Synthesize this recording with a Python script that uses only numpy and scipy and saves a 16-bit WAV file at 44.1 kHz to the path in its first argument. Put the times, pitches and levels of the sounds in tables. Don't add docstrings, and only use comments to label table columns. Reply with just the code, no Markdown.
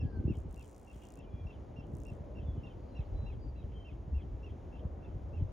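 import sys
import numpy as np
from scipy import signal
from scipy.fft import rfft, irfft, next_fast_len
from scipy.io import wavfile
from scipy.ndimage import map_coordinates

SR = 44100
rng = np.random.default_rng(int(sys.argv[2]) if len(sys.argv) > 2 else 0)


def materialize(psi):
    bounded = np.clip(np.atleast_2d(psi).T, -1, 1)
    quanta = np.round(bounded * 32767).astype(np.int16)
    wavfile.write(sys.argv[1], SR, quanta)


N = 243431


def chirping_bird(pitch_hz=2736, push_hz_per_db=4, break_width_s=.0038, flip_ratio=1.3):
    # (time [s], level [dB], second-part accent [dB], break offset [s], break depth [dB],
    #  flip gain [dB], fall by 65 ms [oct], tail level [dB])
    chirps = [(-.025, -63.5, 0, 0.055, 6, -16, 0.14, -79), (.274, -65, 0.5, .033, -3, -14, 0.23, -74),
              (.567, -65, 2.5, 0.036, 9, -16, 0.18, -76), (.872, -67, 2, 0.04, -1, -14, 0.12, -77.5),
              (1.165, -70.5, 3, 0.025, 5, -9, 0.085, -76), (1.467, -64.5, 3.5, 0.033, 3, -17, 0.12, -74),
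              (1.76, -65.5, 3, 0.026, 5, -14, 0.039, -77), (2.054, -64, 1, 0.024, 2, -16, 0.054, -81),
              (2.35, -66.5, 3.5, 0.031, 13, -20, 0.071, -74.5),
              (2.633, -63, -0.5, 0.033, 15, -5, 0.11, -71.5), (2.949, -64, 3.5, .036, 16, -11, 0.21, -76.5),
              (3.258, -66, 1, 0.038, 10, -12, .24, -76), (3.557, -73, -3, 0.021, 5, -15, 0.18, -81),
              (3.847, -65.5, 0.5, .025, -1, -13, .25, -75.5), (4.142, -66.5, 0, .032, 9, -12, .26, -74),
              (4.429, -65, 1, 0.032, 6, -10, 0.16, -76), (4.724, -71, 1, 0.038, 4, -9, .12, -74.5),
              (5.023, -71, 1, 0.025, 6, 2, .14, -86), (5.331, -70.5, 2.5, 0.031, 4, -13, 0.15, -77)]
    # (offset [s], pitch ratio [1])
    arch = [(0, .96), (.006, .99), (.018, 1.015), (.026, .995), (.032, .985), (.04, 1), (.05, .992)]
    out, t = np.zeros(N), np.arange(SR // 6) / SR
    n = len(t)
    mean_db = np.mean([row[1] for row in chirps])
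    max_fall_oct = max(row[6] for row in chirps)
    for start_s, level_db, accent_db, break_s, depth_db, flip_db, fall_oct, tail_db in chirps:
        push_db = level_db - mean_db
        hz = pitch_hz + push_hz_per_db * push_db
        fallen_oct = fall_oct * np.clip((t - .025) / .04, 0, 1.15) ** 2
        melody = np.interp(t, *np.transpose(arch)) * 2 ** -fallen_oct
        angle = phase(hz * melody * (1 + .012 * wobble(220, n)))
        dip = amp(-depth_db * np.exp(-((t - break_s) / break_width_s) ** 2))
        second_part = (1 + np.tanh((t - break_s) / break_width_s)) / 2
        note_db = level_db + accent_db * second_part + 2.2 * wobble(180, n)
        overtone_db = -20 - 26.5 * fall_oct + .35 * push_db + 4.1 * wobble(130, n)
        overtone = amp(overtone_db) * np.sin(2 * angle + .79 * wobble(550, n))
        flip = amp(flip_db) * np.sin(flip_ratio * angle + wobble(400, n))
        voice = dip * (np.sin(angle) + overtone) + (1 - dip) * flip
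        note = amp(note_db) * voice * gate(t, .001, .051, .0015)
        flick = np.sin(angle + wobble(400, n)) * gate(t, .043, .078, .0023)
        flick *= amp(level_db - 8.5) * fall_oct / max_fall_oct
        rasp_hz = np.interp(t, [.05, .075], [2850, 3100]) + 380 * wobble(1500, n)
        rasp = amp(-2.5) * np.sin(phase(rasp_hz)) * gate(t, .03, .082, .008)
        slur_hz = np.interp(t, [.06, .105], [3380, 2850]) + 140 * wobble(350, n)
        slur = np.sin(phase(slur_hz)) * gate(t, .063, .095, .008)
        tail = (rasp + slur) * amp(tail_db + 2.8 * wobble(350, n))
        add(out, start_s, np.sqrt(2) * (note + flick + tail))
    return out


def whistling_bird(swell_db_per_oct=59, attack_s=.012):
    # (time [s], length [s], start pitch [Hz], sag [oct], mid-note level [dB])
    whistles = [(0, 0.2, 1723, 0.18, -73.5), (0.145, 0.036, 4530, 0.11, -81),
                (1.23, 0.22, 2412, 0.017, -78), (1.3, 0.15, 3366, .02, -80),
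                (2.418, .118, 3590, 0.1, -77.5), (2.564, 0.059, 3060, 0.051, -74),
                (2.897, 0.12, 4200, 0.12, -82), (3.042, 0.031, 4530, 0.04, -77.5),
                (3.144, 0.16, 3980, 0.026, -77), (3.388, 0.12, 4784, 0.038, -81),
                (3.561, 0.054, 4050, 0.098, -76.5), (3.737, 0.15, 3173, 0.055, -71)]
    # (time [s], length [s], pitch [Hz], level [dB])
    scratches = [(0.022, 0.14, 4520, -86.5), (0.95, 0.086, 2740, -81), (1.017, 0.033, 2980, -70),
                 (1.048, 0.038, 2920, -79), (2.779, 0.14, 4510, -87.5), (3.718, 0.022, 2900, -74)]
    out, t = np.zeros(N), np.arange(SR // 3) / SR
    for start_s, length_s, start_hz, sag_oct, level_db in whistles:
        fallen_oct = sag_oct * np.clip(t / length_s, 0, 1)
        hz = start_hz * 2 ** -fallen_oct * (1 + .0034 * wobble(110, len(t)))
        swell_db = swell_db_per_oct * (fallen_oct - sag_oct / 2)
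        db = level_db + .1 + swell_db + 1.7 * wobble(55.3, len(t))
        envelope = (1 - np.exp(-t / attack_s)) * gate(t, 0, length_s - .004, .007)
        add(out, start_s, amp(db) * envelope * np.sin(phase(hz)))
    for start_s, length_s, hz, db in scratches:
        envelope = amp(db + 2.6 * wobble(300, len(t))) * gate(t, .0025, length_s, .004)
        add(out, start_s, envelope * np.sin(phase(hz + 300 * wobble(1150, len(t)))))
    return np.sqrt(2) * out


def insects(gain_db=9.3, scatter_db=1.7, jitter_s=.0002, rustle_db=-29.5):
    # (time [s], hold [s], release [s], wingbeat rate [Hz], level [dB])
    rattles = [(.3225, .045, .06, 62.2, -55), (.4935, .135, .42, 59.2, -52), (.5935, .08, .2, 63.4, -58),
               (.8965, .05, .06, 60, -59), (.926, .1, .03, 61.8, -60), (1.0185, .15, .008, 58, -52.5),
               (1.852, .02, .02, 60, -63), (1.919, .115, .125, 60.2, -53.5)]
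    # (time [s], level [dB])
    stray_snaps = [(2.25, -69), (3.493, -73), (5.2255, -71)]
    # (frequency [Hz], level [dB])
    spectrum = [(2000, -35), (3700, -7.5), (4900, -4.5), (5900, 1), (7100, 3), (8200, 1), (9200, -0.5),
                (10500, -4.5), (12900, -10.5), (15000, -5.5), (15800, -2)]
    snaps, rustle, t = np.zeros(N), np.zeros(N), np.arange(SR // 200) / SR
    envelope = np.exp(-t / .0003) * (1 - np.exp(-t / .00015))
    hits = list(stray_snaps)
    for start_s, hold_s, release_s, rate_hz, db in rattles:
        beats_s = np.arange(44) / rate_hz
        hits += list(zip(start_s + beats_s, db + burst_db(beats_s, hold_s, release_s)))
        rustle += amp(db + rustle_db + .4 * burst_db(np.arange(N) / SR - start_s, hold_s, release_s))
    colour = lambda hz: unit(amp(along(spectrum, hz)))
    snap_colour = colour(np.fft.rfftfreq(len(t), 1 / SR))
    for start_s, db in hits:
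        snap = envelope * rng.standard_normal(len(t))
        snap /= np.linalg.norm(irfft(rfft(snap) * snap_colour))
        onset_s = start_s + jitter_s * rng.standard_normal()
        add(snaps, onset_s, amp(db + gain_db + scatter_db * rng.standard_normal()) * snap)
    return ports(filtered(snaps + rustle * rng.standard_normal(N), colour))


def burst_db(t, hold_s, release_s, attack_s=.02, range_db=13):
    corners_s = np.cumsum([0, attack_s, hold_s, release_s])
    return np.interp(t, corners_s, [-range_db, 0, 0, -range_db], left=-200, right=-200)


def thumps(bass_cut_hz=54, gain_db=-1):
    # (time [s], level [dB], low-pass corner [Hz])
    blows = [(.023, -25.5, 150), (.047, -22.5, 169), (0.196, -26.5, 253), (.248, -21, 171),
             (0.276, -23, 400), (.301, -22.5, 201), (.37, -32, 148), (.453, -31.5, 128), (0.957, -43, 98),
             (1.334, -34, 118), (1.447, -32, 111), (1.781, -33.5, 180), (1.932, -30, 138),
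             (2.115, -33.5, 137), (2.203, -32.5, 127), (2.423, -32, 159), (2.479, -28.5, 128),
             (2.575, -29, 139), (2.988, -26.5, 90), (3.231, -29, 130), (3.37, -33, 96), (3.637, -32, 79),
             (4.075, -33, 101.4), (4.848, -27, 108), (5.416, -23, 139)]
    out, t = np.zeros((2, N)), np.arange(SR // 6) / SR
    bass_cut = signal.butter(5, bass_cut_hz, 'high', fs=SR, output='sos')
    push = np.exp(-((t - .004) / .0014) ** 2)
    for start_s, db, corner_hz in blows:
        scuff = np.array([wobble(921, len(t)), wobble(896, len(t))])
        blow = push + .18 * scuff * gate(t, .0046, .023, .0073)
        dull = signal.sosfilt(signal.butter(2, corner_hz, fs=SR, output='sos'), blow)
        swing = signal.sosfilt(bass_cut, dull)
        add(out, start_s, amp(db + gain_db) * swing / np.abs(swing).max())
    return out


def knocks(t60_s=.032, attack_s=.002, sag_oct_per_t60=.31, gain_db=3):
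    # (time [s], level [dB], start pitch [Hz])
    hits = [(.035, -31.5, 260), (.098, -40.5, 476), (.17, -38, 300), (.202, -31.5, 190), (.24, -30, 310),
            (.277, -26, 330), (.299, -26, 315), (0.377, -34, 202), (.447, -39.5, 292), (.537, -37, 177),
            (1.786, -42, 257), (2.49, -39, 190), (4.13, -34, 191), (4.829, -47, 560), (5.408, -34, 209)]
    out, t = np.zeros(N), np.arange(SR // 12) / SR
    attack = 1 - np.exp(-(t / attack_s) ** 2)
    for start_s, db, hz in hits:
        ring = np.sin(phase(hz * 2 ** (-sag_oct_per_t60 * t / t60_s)))
        add(out, start_s, amp(db + gain_db - 60 * t / t60_s) * attack * ring)
    return out


def shudders(lead_s=.03):
    # (time [s], length [s], level [dB], pitch [Hz])
    eddies = [(1.41, .041, -39, 88), (2.438, .15, -38, 75.8), (3.181, 0.035, -31, 67.3),
              (4.121, .067, -27.5, 60.6), (5.36, 0.11, -33.5, 85.3)]
    out, t = np.zeros(N), np.arange(SR // 5) / SR
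    for start_s, length_s, db, hz in eddies:
        rocking = np.sin(phase(hz * (1 + .11 * wobble(60, len(t)))))
        add(out, start_s - lead_s, amp(db) * gate(t, lead_s, lead_s + length_s, .008) * rocking)
    return out


def microphone_wind(buffet_gain_db=4, flutter_gain_db=-.5):
    # (time [s], buffet level [dB], flutter level [dB])
    gusts = [(0.09, -45, -50.5), (0.18, -44.5, -48.5), (0.36, -49.5, -53), (0.47, -45.5, -59.5),
             (0.72, -59.5, -63), (1.03, -59, -57.5), (1.53, -51.5, -55.5), (2.06, -50.5, -49.5),
             (2.24, -52.5, -55), (2.45, -50, -53), (2.93, -53, -55.5), (3.14, -44.5, -54.5),
             (3.31, -46, -54.5), (3.9, -50, -55), (4.31, -46.5, -55.5), (4.67, -50, -53.5),
             (4.96, -49, -55), (5.52, -42, -54)]
    # (frequency [Hz], density [dB])
    buffet_spectrum = [(15, -37), (30, -14.5), (45, 2), (64, 3.5), (88, -1), (130, -10), (220, -27.5),
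                       (500, -89)]
    flutter_spectrum = [(50, -40), (100, -2.5), (150, -1.5), (300, -4.5), (450, -10), (800, -30),
                        (2000, -71.5)]
    buffet_db, flutter_db = curves(gusts)
    lumps = wobble(26)
    buffet = amp(buffet_db + buffet_gain_db + 1.5 * lumps) * rush(buffet_spectrum)
    flutter = amp(flutter_db + flutter_gain_db + 2.1 * lumps + wobble(40)) * rush(flutter_spectrum)
    return (buffet + flutter) * amp([[.3], [-.3]])


def field_wind(grass_gain_db=10, moan_db=-70.5, moan_expansion=1.6, hiss_db=-71):
    # (time [s], rush level [dB], moan contour [dB])
    breeze = [(0.38, -69, -69.5), (0.81, -71.5, -69), (1.5, -69.5, -63.5), (2.31, -70, -56.5),
              (2.67, -69, -63), (3.13, -68, -62), (3.8, -72, -68), (4.8, -68, -63.5), (4.83, -67.5, -56),
              (5.0, -67.5, -64), (5.52, -69, -59.5)]
    # (frequency [Hz], density [dB])
    grass_spectrum = [(100, -20), (300, 2), (550, -2), (800, -6), (1200, -17.5), (2000, -28), (4000, -56.5),
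                      (9000, -68)]
    moan_spectrum = [(300, -33), (470, -4), (590, 2.5), (700, -13), (1000, -32.5), (2500, -70.5)]
    hiss_spectrum = [(300, 8), (900, 17), (1500, 7.5), (2800, 4.5), (3500, 0.5), (4300, -4.5), (5500, -4),
                     (7000, -3.5), (8200, -31.5), (10000, -11.5), (12000, -21), (14500, -18), (15800, -29)]
    grass_db, contour_db = curves(breeze)
    grass = amp(grass_db + grass_gain_db + .89 * wobble(8.3)) * rush(grass_spectrum)
    moan = amp(moan_db + moan_expansion * (contour_db - contour_db.mean())) * rush(moan_spectrum)
    hiss = amp(hiss_db + 1.1 * wobble(4.89)) * rush(hiss_spectrum)
    return (grass + moan) * amp([[.7], [-.7]]) + hiss


def tree_line(x, delay_s=.065, echo_db=-13):
    return filtered(x, lambda hz: 1 + amp(echo_db) * np.exp(-2j * np.pi * hz * delay_s))


def field_scatter(x):
    # (frequency [Hz], t60 [s])
    decay = [(500, 0.2), (3000, 0.2), (10000, 0.035)]
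    hz, t, noise = signal.stft(rng.standard_normal((2, SR // 2)), SR, nperseg=256)
    tail = signal.istft(noise * amp(-60 * t / along(decay, hz)[:, None]), SR, nperseg=256)[1]
    return signal.fftconvolve(x[None], tail / np.linalg.norm(tail[0]), axes=1)[:, :N]


def ports(x):
    # (frequency [Hz], left lead [rad])
    lead = [(1500, -0.5), (2760, 1), (4700, -1.5), (6400, 1), (7300, 0.4), (7750, 2.6), (8250, -1),
            (8800, 2.4), (9700, .8), (10500, 1.3), (13300, -0.6), (14600, 3), (15500, 2)]
    return filtered(x, lambda hz: np.exp(.5j * along(lead, hz) * np.array([[1], [-1]])))


def rush(spectrum):
    # (frequency [Hz], side re mid [dB])
    width = [(60, -15), (200, -11), (380, -8.5), (700, -2), (1300, -2.5), (2400, -15), (4400, -17.5),
             (7000, -29), (8200, 22.5), (11000, -20.5)]

    def response(hz):
        return amp(along(spectrum, hz)) * np.array([np.ones_like(hz), amp(along(width, hz))])

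    mid, side = filtered(rng.standard_normal((2, N)), response)
    return np.array([mid + side, mid - side]) / np.std(mid)


def amp(db):
    return 10 ** (np.asarray(db) / 20)


def unit(x):
    return x / np.sqrt(np.mean(x ** 2) + 1e-20)


def along(points, hz):
    knots_hz, values = np.transpose(points)
    return np.interp(np.log(hz + 1), np.log(knots_hz + 1), values)


def curves(rows):
    times_s, *columns = np.transpose(rows)
    return [np.interp(np.arange(N) / SR, times_s, column) for column in columns]


def wobble(rate_hz, size=N):
    knots = rng.standard_normal(int(size * rate_hz / SR) + 4)
    return map_coordinates(knots, [np.arange(size) * rate_hz / SR])


def filtered(x, response):
    size = next_fast_len(N + SR // 2)
    return irfft(rfft(x, size) * response(np.fft.rfftfreq(size, 1 / SR)), size)[..., :N]


def add(track, start_s, sound):
    i = round(start_s * SR)
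    part = sound[..., max(-i, 0):max(N - i, 0)]
    track[..., max(i, 0):max(i, 0) + part.shape[-1]] += part


def gate(t, start_s, end_s, edge_s):
    return (1 + np.tanh((t - start_s) / edge_s)) * (1 + np.tanh((end_s - t) / edge_s)) / 4


def phase(hz):
    return 2 * np.pi * np.cumsum(hz) / SR


def scene():
    near = chirping_bird()
    far = tree_line(whistling_bird())
    echo = field_scatter(amp(-13) * near + amp(-6.5) * far)
    birds = ports(near + far) * amp([[-.4], [.4]]) + echo
    return birds + insects() + thumps() + knocks() + shudders() + microphone_wind() + field_wind()


def record(dry):
    return filtered(dry, lambda hz: hz < 15850)


dry = scene()
out = record(dry)
materialize(out)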